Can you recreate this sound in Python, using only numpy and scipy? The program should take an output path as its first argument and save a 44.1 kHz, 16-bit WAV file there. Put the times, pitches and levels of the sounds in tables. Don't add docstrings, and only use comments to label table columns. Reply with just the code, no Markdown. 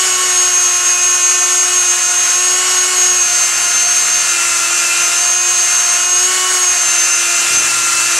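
import sys
import numpy as np
from scipy import signal
from scipy.io import wavfile
from scipy.ndimage import uniform_filter1d

SR = 44100
rng = np.random.default_rng(int(sys.argv[2]) if len(sys.argv) > 2 else 0)


def persist_wave(psi):
    counts = np.round(np.clip(psi, -1, 1) * 32767).astype(np.int16)
    wavfile.write(sys.argv[1], SR, np.atleast_2d(counts).T)


N = 361179
BLADES = 18
PULSATION_HZ = 120


def motor(t):
    speed = shaft_speed(t)
    turns = np.cumsum(speed) / SR
    out = fan_blades(t, speed, turns)
    out += strong_orders(speed, turns)
    out += weaker_orders(t, speed, turns)
    out += faint_orders(t, speed, turns)
    out += bearings(speed, turns)
    return out + hum_on_turn(t, speed, turns)


# time in seconds, speed in turns per s.
LOAD_CURVE = [(0.0, 370.8), (0.3, 365.5), (0.59, 360.1), (1.2, 359.4), (1.61, 363.9), (2.18, 356.0),
              (2.49, 363.3), (2.64, 365.9), (3.06, 364.6), (3.45, 352.7), (3.74, 352.3), (4.13, 355.1),
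              (4.54, 343.2), (4.73, 347.7), (4.98, 346.6), (5.51, 360.3), (5.82, 353.2), (6.07, 356.5),
              (6.35, 369.8), (6.64, 363.5), (6.98, 348.8), (7.4, 347.0), (7.57, 348.9), (7.78, 343.3),
              (8.19, 346.5)]
# centre in seconds, sag of the speed in turns per s.
STROKES = [(0.13, 2.9), (0.34, 2.5), (0.56, 2.3), (0.77, 2.9), (0.98, 2.4), (1.2, 1.9), (1.43, 2.8),
           (1.62, 4.1), (1.83, 3.1), (2.04, 2.5), (2.3, 3.4), (2.56, 0.8), (2.79, 2.1), (3.02, 2.2),
           (3.29, 4.1), (3.53, 2.1), (3.78, 2.8), (4.08, 2.8), (4.38, 2.3), (4.65, 2.8), (4.85, 2.2),
           (5.14, 2.6), (5.44, 0.7), (5.56, 3.3), (5.7, 3.5), (5.94, 1.5), (6.21, 2.4), (6.36, 1.8),
           (6.72, 4.1), (6.86, 3.4), (7.24, 0.6), (7.49, 2.3), (7.95, 2.3)]
STROKE_S = .045


def shaft_speed(t):
    return follow(LOAD_CURVE, t)[0] - bumps(STROKES, STROKE_S, t)


# pitch in Hz, level in dB.
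BLADE_PATH = [(6174.0, -25), (6219.0, -25), (6246.0, -21), (6269.0, -14.5), (6318.0, -18), (6359.0, -16),
              (6417.0, -15), (6467.0, -13.5), (6503.0, -15.5), (6539.0, -14.5), (6579.0, -20.5),
              (6624.0, -24), (6660.0, -23.5)]
# centre in seconds, change in dB.
BLADE_FADES = [(.98, -2), (1.2, -4), (1.49, -3), (1.67, -2.5), (1.98, -5.5), (2.91, -15), (3.48, -3),
               (3.71, -2), (4.07, -3), (4.24, -5), (4.36, -7), (4.53, -1), (5.12, -13), (6.41, -6),
               (7.09, -3.5), (7.47, -17), (7.73, -12)]
FADE_S = 0.025
START_LIFT_DB, START_S = 4, 0.25


def fan_blades(t, speed, turns):
    level_db = read(BLADE_PATH, BLADES * speed)[0]
    level_db = level_db + bumps(BLADE_FADES, FADE_S, t)
    level_db += START_LIFT_DB * np.exp(-(t / START_S) ** 2)
    level_db += spread(0.59 * drift(29.0))
    return tone(BLADES * turns, level_db, BLADES * speed.mean(), waver_db=1.23, blur=0.2)


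FINE_SPEEDS = (343, 346.5, 349.5, 353, 358, 363, 368)
# shaft order, then level in dB at each of the seven speeds.
STRONG_ORDERS_DB = [(1.0, -40.5, -38.5, -40.7, -44.6, -37.6, -32.4, -33.5),
                    (2.0, -45.5, -42.5, -40, -34.5, -37, -36, -39),
                    (3.0, -36.2, -42.5, -40.5, -37.5, -31.5, -31.5, -25.5),
                    (7.0, -47, -27, -34, -33.5, -30, -35.1, -51),
                    (4.0, -25.5, -29.3, -31.5, -36, -39, -38.6, -33.5),
                    (8.0, -36, -28.8, -27.5, -32, -32, -29.5, -25.5),
                    (12.0, -37, -41.5, -37, -34.5, -39.5, -33.5, -33),
                    (13.0, -36, -39.6, -40, -33, -40, -40.4, -35)]
FRAYING = (2, 3, 12, 13)
FRAY_DB, FRAY_BELOW = 2.5, 356


def strong_orders(speed, turns):
    out = 0
    for order, *db in STRONG_ORDERS_DB:
        order = round(order)
        load = np.clip((FRAY_BELOW - speed) / 6.3, 0, 1)
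        fray_db = FRAY_DB * load * spread(drift(22.0)) * (order in FRAYING)
        level_db = np.interp(speed, FINE_SPEEDS, db) + fray_db
        out += tone(order * turns, level_db, order * speed.mean(), waver_db=min(0.92 * order, 1.8), blur=0.18)
    return out


SPEEDS = (346, 352.5, 358, 364)
# shaft order, then level in dB at each of the four speeds.
ORDERS_DB = [(5, -35, -35, -37, -35), (6, -33, -34, -42, -34), (15, -43, -43, -41, -36),
             (16, -41, -38, -39, -37), (17, -34, -35, -41, -41), (19, -35, -45, -38, -34),
             (20, -35, -37, -37, -33), (21, -35, -33, -35, -32), (22, -36, -40, -42, -36),
             (23, -36, -30, -36, -33), (24, -33, -36, -34, -31), (25, -42, -40, -36, -35),
             (26, -32, -37, -37, -39), (27, -42, -38, -38, -37), (29, -36, -40, -45, -46),
             (31, -48, -50, -46, -41)]
# shaft order, steps of the mains pulsation away from it,
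# then level in dB at each of the four speeds.
SIDE_TONES = [(4, -1, -35.5, -36, -38.5, -36.5), (8, -2, -42, -52, -48, -51),
              (8, -1, -26.5, -35.5, -39, -40), (8, 1, -36.5, -48, -40, -58), (8, 2, -43, -38, -47, -37.5),
              (18, 1, -43, -38, -48, -50)]


def weaker_orders(t, speed, turns):
    out = 0
    plain = [(order, 0, *db) for order, *db in ORDERS_DB]
    for order, step, *db in plain + list(SIDE_TONES):
        order, step = round(order), round(step)
        cycles = order * turns + step * PULSATION_HZ * t
        level_db = np.interp(speed, SPEEDS, db)
        out += tone(cycles, level_db, order * speed.mean(), waver_db=min(0.36 * order, 3.1), blur=0.11)
    return out


FAINT = ((5, -1), (7, 1), (9, 0), (10, 0), (11, 0), (14, 0), (11, 1), (13, 1), (16, -1))
FAINT_DB = -44


def faint_orders(t, speed, turns):
    out = 0
    for order, step in FAINT:
        cycles = order * turns + step * PULSATION_HZ * t
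        out += tone(cycles, FAINT_DB, order * speed.mean(), waver_db=4.0, blur=0.18)
    return out


BEARING = (.23, 4.085, 5.17, 7.17, 9.17)
BEARING_DB = (-64, -35.5, -44, -40, -45)


def bearings(speed, turns):
    out = 0
    for per_turn, db in zip(BEARING, BEARING_DB):
        out += tone(per_turn * turns, db, per_turn * speed.mean(), waver_db=2.5, blur=0.1)
    return out


def hum_on_turn(t, speed, turns):
    return tone(turns + PULSATION_HZ * t, -57.5, speed.mean(), waver_db=5.0, blur=0.33)


# frequency in Hz, relative density in dB per Hz.
HISS = [(100, -32), (300, -27.5), (600, -14.5), (950, -11), (1350, -5), (1800, -6.5), (2700, -7.5),
        (3400, -10.5), (5000, -7), (7400, 0.5), (8600, -3), (10000, -5.5), (11000, -10), (13000, -19),
        (14900, -34)]
HISS_DB = (-15, -16, -17.5, -15.5)
# centre in seconds, change in dB.
HISS_LULL = [(5.38, -2)]
LULL_S = 0.032


def hiss(t):
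    patches = rng.standard_normal((N // 256 + 5, 513)).T
    patches = uniform_filter1d(patches, 20, 0)
    patches = evened(uniform_filter1d(patches, 14, 1))
    bite_db = .5 * drift(56.0)
    speed = shaft_speed(t)
    turns = np.cumsum(speed) / SR
    mains_throb = 0.022 * np.cos(2 * np.pi * PULSATION_HZ * t)
    turn_throb = 0.17 * np.cos(2 * np.pi * turns)
    level_db = np.interp(speed, SPEEDS, HISS_DB) + bumps(HISS_LULL, LULL_S, t) + spread(bite_db)
    return gain_of(level_db) * (1 + mains_throb + turn_throb) * noise(HISS, 0.87 * patches)


# frequency in Hz, relative density in dB per Hz.
RUMBLE = [(25, -12), (80, 2), (165, -2), (250, 4.5), (700, -0.5), (1500, -19)]
# time in seconds, level in dB.
RUMBLE_DB = [(0, -47.5), (1, -52.5), (4.2, -50), (4.7, -47.5), (5.1, -51), (7.3, -50.5), (7.55, -39.5),
             (8.19, -45.5)]


def bench(t):
    level_db = follow(RUMBLE_DB, t)[0]
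    hum = tone(PULSATION_HZ * t, level_db - 5, PULSATION_HZ, waver_db=2.5, blur=.3)
    swells_db = spread(2.1 * drift(12.))
    return hum + gain_of(level_db + 2.5 + swells_db) * noise(RUMBLE, 0)


# frequency in Hz, likeness from 0 to 1,
# lag in radians, how much louder the left is in dB.
PORTS = [(60, .98, 0, -.3), (200, .92, 0, -.3), (400, .98, 0, -.3), (1000, .95, 0, -.2), (1700, .985, 0, 0),
         (2700, .93, 0, -.6), (3500, .998, 0, 0), (5200, .999, 0, 0), (6300, .95, 0, -.7),
         (7300, .94, .15, 0), (8200, .84, .4, 2.7), (8950, .25, .3, 6.5), (9300, .4, -2.8, 6),
         (10000, .69, -2.4, 5), (12000, .59, -1.9, 2), (14900, .3, -1.2, 1)]


def tone(turns, db, mean_hz, waver_db, blur):
    like, lag, lean_db = read(PORTS, mean_hz)
    coarse_db = (db + np.zeros(N))[::128] + waver_db * drift(93.0)
    size = np.sqrt(2) * spread(gain_of(coarse_db))
    angle = 2 * np.pi * (turns + rng.random()) + spread(blur * drift(52.0))
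    apart = spread(0.72 * np.arccos(np.clip(like, 0, 1)) * drift(5.8))
    left = np.sin(angle)
    right = gain_of(-lean_db) * np.sin(angle - lag + apart)
    return size * np.array([left, right])


def noise(spectrum, field_db):
    hz = np.fft.rfftfreq(1024, 1 / SR)
    a, b, c, d = rng.standard_normal((N // 256 + 5, 513, 4)).T
    like, lag, lean_db = (column[:, None] for column in read(PORTS, hz))
    like = np.clip(like, 0, 1)
    left = a + 1j * b
    right = like * left * np.exp(-1j * lag) + np.sqrt(1 - like ** 2) * (c + 1j * d)
    colour_db = read(spectrum, hz)[0][:, None] + field_db
    frames = np.array([left, gain_of(-lean_db) * right]) * gain_of(colour_db)
    return evened(signal.istft(frames, nperseg=1024, noverlap=768)[1][:, :N])


def gain_of(db):
    return 10 ** (np.asarray(db) / 20)


def evened(x):
    return x / np.sqrt(np.mean(x ** 2) + 1e-20)


def read(table, hz):
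    f, *columns = np.transpose(table)
    return [np.interp(np.log(hz + 1), np.log(f + 1), c) for c in columns]


def follow(table, t):
    s, *columns = np.transpose(table)
    return [np.interp(t, s, c) for c in columns]


def drift(hz):
    bell = np.exp(-.5 * (np.arange(-200, 201) * 128 * hz / SR) ** 2)
    return evened(np.convolve(rng.standard_normal(N // 128 + 1), bell, "same"))


def spread(knots):
    return np.interp(np.arange(N), np.arange(len(knots)) * 128, knots)


def bumps(events, width, t):
    coarse = t[::128]
    return spread(sum(size * np.exp(-.5 * ((coarse - s) / width) ** 2) for s, size in events))


def scene():
    t = np.arange(N) / SR
    return motor(t) + hiss(t) + bench(t)


def record(dry):
    thin = signal.sosfilt(signal.butter(2, 70, "high", fs=SR, output="sos"), dry)
    held = np.clip(thin, -1, 1)
    band_limit = signal.firwin(511, 15050, window=("kaiser", 9), fs=SR)
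    return signal.oaconvolve(held, band_limit[None], "same")


dry = scene()
out = record(dry)
persist_wave(out)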